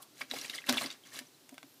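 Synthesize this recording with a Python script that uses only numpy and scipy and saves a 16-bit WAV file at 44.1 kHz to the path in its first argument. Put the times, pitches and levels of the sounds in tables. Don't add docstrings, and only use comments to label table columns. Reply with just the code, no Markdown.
import sys
import numpy as np
from scipy import signal
from scipy.fft import rfft, irfft
from scipy.io import wavfile

SR = 44100
rng = np.random.default_rng(int(sys.argv[2]) if len(sys.argv) > 2 else 0)


def bounce(signal):
    frames = np.transpose(np.atleast_2d(signal))
    limited = np.clip(frames, -1, 1)
    pcm = np.round(limited * 32767).astype(np.int16)
    wavfile.write(sys.argv[1], SR, pcm)


N = 79380


def spray(droplet_db=3, crackle_db=-2, feather_db=-4):
    # crest time, rise and fall in seconds, level in dB,
    # treble tilt in dB per octave.
    strokes = [(0.027, 0.0086, 0.0084, -50, 6.5), (0.199, 0.026, 0.03, -52, 2),
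               (0.218, 0.0081, 0.022, -49, -2), (.316, 0.013, 0.011, -45.5, 1),
               (0.34, 0.0071, 0.018, -42.5, 2.5), (0.366, 0.0073, .013, -38.5, 1),
               (0.388, 0.0078, 0.021, -42.5, 1.5), (0.417, 0.0076, 0.017, -45.5, 1.5),
               (0.449, 0.02, 0.028, -42.5, 2), (0.5, 0.0099, 0.031, -46.5, 0.5),
               (.551, 0.021, 0.025, -43.5, 1.5), (.587, 0.022, 0.059, -53.5, 0),
               (0.666, 0.0035, 0.035, -46, 0.5), (0.694, 0.0066, 0.013, -28, -1.5),
               (0.73, 0.0082, 0.03, -34, -2), (0.777, 0.014, 0.042, -39.5, 2),
               (0.815, 0.028, 0.021, -42, 4.5), (0.839, 0.018, 0.021, -39.5, -2),
               (0.863, 0.0037, 0.029, -44.5, -1.5), (0.913, 0.0052, 0.028, -50, -1),
               (1.065, 0.014, 0.031, -53.5, 1), (1.135, 0.0053, 0.026, -49.5, 2.5),
               (1.171, 0.029, 0.032, -44.5, 1.05)]
    # frequency in Hz, gain in dB.
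    spray_eq = [(45, -30), (140, 1.5), (200, -4), (260, 9), (430, 1), (1100, -4.5), (2000, -0.5),
                (4000, -1.5), (11000, -11.5), (15500, -19)]
    out, t = np.zeros(N), seconds(N)
    wet = undb(droplet_db) * droplets() + undb(crackle_db) * crackle()
    wet += undb(feather_db) * rng.standard_normal(N)
    for at, rise, fall, db, tilt in strokes:
        swell = np.exp(-np.maximum((at - t) / rise, (t - at) / fall))
        texture = np.roll(wet, rng.integers(N))
        out += undb(db) * swell * colour(texture, spray_eq, tilt)
    return out


def droplets(per_second=2400):
    out, t = np.zeros(N), seconds(400)
    for when, pitch, rank, length in rng.random((int(per_second * N / SR), 4)):
        hz = 900 * 17 ** pitch
        decay_cycles = 3.25 * (0.18 + length)
        fade = np.exp(-t * hz / decay_cycles)
        gain = undb(-3.4 * np.log(rank + 0.0051)) * hz
        add(out, when * N / SR, gain * fade * np.sin(2 * np.pi * hz * t))
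    return unit(out)


def crackle(per_second=810, spread_db=2):
    struck = rng.random(N) < per_second / SR
    strength = undb(spread_db * np.minimum(rng.exponential(size=N), 3))
    polarity = np.sign(rng.standard_normal(N))
    return unit(struck * strength * polarity)


def slaps():
    # start in seconds, level in dB, centre in Hz, half-width in octaves, decay in seconds.
    bursts = [(.001, -58, 1000, .4, 0.037), (.2088, -38, 1160, 0.7, 0.0047),
              (0.2135, -34, 2490, 0.88, 0.0044), (0.3126, -29, 2500, 0.87, 0.0017),
              (0.3374, -35, 590, 0.57, 0.0037), (0.4973, -34, 2620, 0.69, 0.0034),
              (0.5801, -37.5, 3210, 0.19, 0.0067), (.6900, -32, 2230, 1.5, 0.0056),
              (0.6929, -29.5, 870, 0.4, 0.005), (0.6945, -22, 4000, 1.04, 0.0026),
              (0.726, -22, 3550, 3.1, 0.00071), (0.7707, -28.5, 1090, 0.84, 0.0016),
              (0.7748, -30.5, 3700, 0.21, 0.0039), (0.7816, -28.5, 2540, 0.16, 0.0049),
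              (.8120, -34.5, 666, 1.1, 0.009), (0.8603, -31, 4150, 0.27, 0.0019),
              (0.9028, -39.5, 3300, 0.55, 0.006), (0.926, -43.5, 4860, 0.44, 0.0027),
              (1.1895, -32.5, 2580, 1.4, 0.0024)]
    out, t = np.zeros(N), seconds(4096)
    for at, db, centre, width, decay in bursts:
        fade = np.exp(-t / decay)
        burst = np.pad(rng.standard_normal(len(t)) * fade, len(t))
        burst = shape(burst, lambda hz: band_pass(np.log2(hz / centre), width))
        makeup_gain = np.sqrt(np.sum(fade ** 2) / np.sum(burst ** 2))
        add(out, at - len(t) / SR, undb(db) * burst * makeup_gain)
    return out


def bubbles(attack_s=0.00031, rise_per_s=2.7):
    # start in seconds, pitch in Hz, level in dB, decay in seconds.
    plinks = [(.2168, 2240, -20, 0.0012), (0.3122, 3880, -25, 0.002), (.3368, 690, -36, 0.0019),
              (.3385, 472, -36.5, .006), (.3645, 2180, -37, 0.0028), (.3852, 2840, -38, .003),
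              (.413, 5730, -28.5, 0.0019), (0.4499, 2440, -30, 0.0024), (.4985, 3740, -22, 0.00098),
              (0.5341, 3150, -36.5, 0.0034), (0.539, 1910, -31.5, 0.0033), (.5495, 4820, -27.5, 0.0015),
              (0.5854, 2033, -31.5, 0.003), (0.619, 2530, -43.5, 0.0045), (.641, 1860, -33, 0.0018),
              (0.6901, 3640, -14.5, 0.0012), (0.6905, 1475, -28, 0.009), (0.7725, 3430, -18.5, 0.0014),
              (0.7797, 3390, -20, 0.0013), (.7845, 2030, -24, 0.001), (0.8196, 4230, -24.5, 0.0013),
              (0.833, 8680, -32, 0.0021), (.841, 2000, -29.5, 0.0024), (.9035, 3627, -34.5, 0.0077),
              (1.037, 3180, -50, 0.0076), (1.121, 1787, -47.5, 0.017), (1.1908, 1785, -37, 0.005),
              (1.2688, 5890, -48, 0.0019), (1.3455, 3980, -55.5, .005)]
    strays = [(0.6 + delay, 2910 * 2 ** (2 * pitch - 1), -48 - 26 * delay, 0.0016)
              for delay, pitch in rng.random((24, 2))]
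    out, t = np.zeros(N), seconds(3000)
    for at, hz, db, decay in plinks + strays:
        phase = 2 * np.pi * hz * (t + rise_per_s * t ** 2 / 2)
        envelope = (1 - np.exp(-t / attack_s)) * np.exp(-t / decay)
        add(out, at, undb(db) * envelope * np.sin(phase))
    return out


def tub(attack_s=0.0082, lowest_t60_s=0.096):
    # start in seconds, level in dB, lowest mode in Hz.
    shoves = [(.213, -45.5, 261.6), (0.313, -40.5, 255), (.352, -43.5, 262), (.697, -23, 253.3),
              (.730, -34.5, 248), (.756, -32.5, 253), (0.813, -41, 238.6), (0.844, -36.5, 268.4),
              (1.205, -44.5, 258), (1.519, -43, 266.5), (1.632, -49.5, 278)]
    # pitch in Hz, dB against the lowest, T60 in seconds.
    wall_modes = [(284, -11.5, 0.045), (360, -10.5, 0.089), (589, -18, 0.11), (711.5, -11, 0.054),
                  (966, -18, 0.078)]
    out, t = np.zeros(N), seconds(12000)
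    soft_onset = 1 - np.exp(-(t / attack_s) ** 2)
    for at, db, pitch in shoves:
        boom = ring([(pitch, 0, lowest_t60_s)] + wall_modes, t) * soft_onset
        add(out, at, undb(db) * boom / np.abs(boom).max())
    return shape(out, lambda hz: low_cut(hz, 227, order=10))


def drips(click_db=6, click_decay_s=0.0014, low_hz=780, high_hz=9800):
    # start in seconds, peak in dB, treble tilt in dB per octave.
    drops = [(1.4925, -37, 3), (1.5432, -40.5, 1.5), (1.5805, -33, -5), (1.6299, -33.5, -5)]
    # pitch in Hz, level in dB, T60 in seconds.
    plastic_modes = [(757, -9.5, 0.019), (1545, -6.5, 0.026), (2330, 7.5, 0.0036), (3480, 0.5, 0.0076)]
    tilt_corner_hz = plastic_modes[1][0]
    out, t = np.zeros(N), seconds(4096)
    for at, db, tilt in drops:
        click = undb(click_db) * np.exp(-t / click_decay_s) * rng.standard_normal(len(t))
        tick = np.pad(ring(plastic_modes, t) + click, len(t))
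        tick = shape(tick, lambda hz: tilt * np.log2(1 + hz / tilt_corner_hz)
                     + low_cut(hz, low_hz) + low_cut(high_hz, hz))
        add(out, at - len(t) / SR, undb(db) * tick / np.abs(tick).max())
    return out


def kitchen(x, early_db=-7, early_s=0.0085, tail_db=-21, tail_t60_s=0.3):
    t = seconds(20000)
    early = rng.standard_normal(len(t)) * np.exp(-t / early_s) * (t > 0.001)
    tail = rng.standard_normal(len(t)) * np.exp(-np.log(1000) * t / tail_t60_s) * (t > early_s)
    response = (undb(early_db) * unit(early) + undb(tail_db) * unit(tail)) / np.sqrt(len(t))
    reflections = shape(signal.fftconvolve(x, response), lambda hz: low_cut(hz, 420))
    return x + reflections[:N]


def whistle(start_s=1.67, pitch_hz=12640, half_width_hz=80, level_db=-70):
    band = shape(rng.standard_normal(N), lambda hz: band_pass(hz - pitch_hz, half_width_hz))
    return (seconds(N) > start_s) * undb(level_db) * unit(band)


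def room_tone(level_db=-62):
    # frequency in Hz, gain in dB.
    room_eq = [(70, -23), (130, 2), (190, -5.5), (290, 5.5), (500, -3.5), (1000, -7.5), (2200, -10.5),
               (4000, -7), (6500, -10.5), (15500, -14.5)]
    return undb(level_db) * colour(rng.standard_normal(N), room_eq)


def undb(db):
    return 10 ** (np.asarray(db) / 20)


def unit(x):
    return x / np.sqrt(np.mean(x ** 2) + 1e-20)


def seconds(samples):
    return np.arange(samples) / SR


def add(out, at, x):
    i = int(at * SR)
    x, i = x[max(-i, 0):], max(i, 0)
    out[i:i + len(x)] += x[:max(len(out) - i, 0)]


def ring(modes, t):
    return sum(undb(db - 60 * t / t60) * np.sin(2 * np.pi * hz * t) for hz, db, t60 in modes)


def shape(x, db_at):
    hz = np.maximum(np.fft.rfftfreq(len(x), 1 / SR), 1)
    return irfft(rfft(x) * undb(db_at(hz)), len(x))


def colour(x, points, tilt=0):
    point_hz, point_db = np.array(points, float).T
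    return unit(shape(x, lambda hz: np.interp(np.log(hz), np.log(point_hz), point_db)
                      + tilt * np.log2(np.clip(hz / 1000, 1, 16))))


def low_cut(hz, corner_hz, order=2):
    return -10 * np.log10(1 + (corner_hz / hz) ** (2 * order))


def band_pass(offset, half_width):
    return -10 * np.log10(1 + (offset / half_width) ** 4)


def scene():
    hush = room_tone()
    bath = slaps() + bubbles() + tub() + drips() + spray()
    return (kitchen(bath) + whistle() + hush)[None]


def record(dry):
    return signal.sosfilt(signal.ellip(10, 0.2, 70, 15450, fs=SR, output="sos"), dry)


dry = scene()
out = record(dry)
bounce(out)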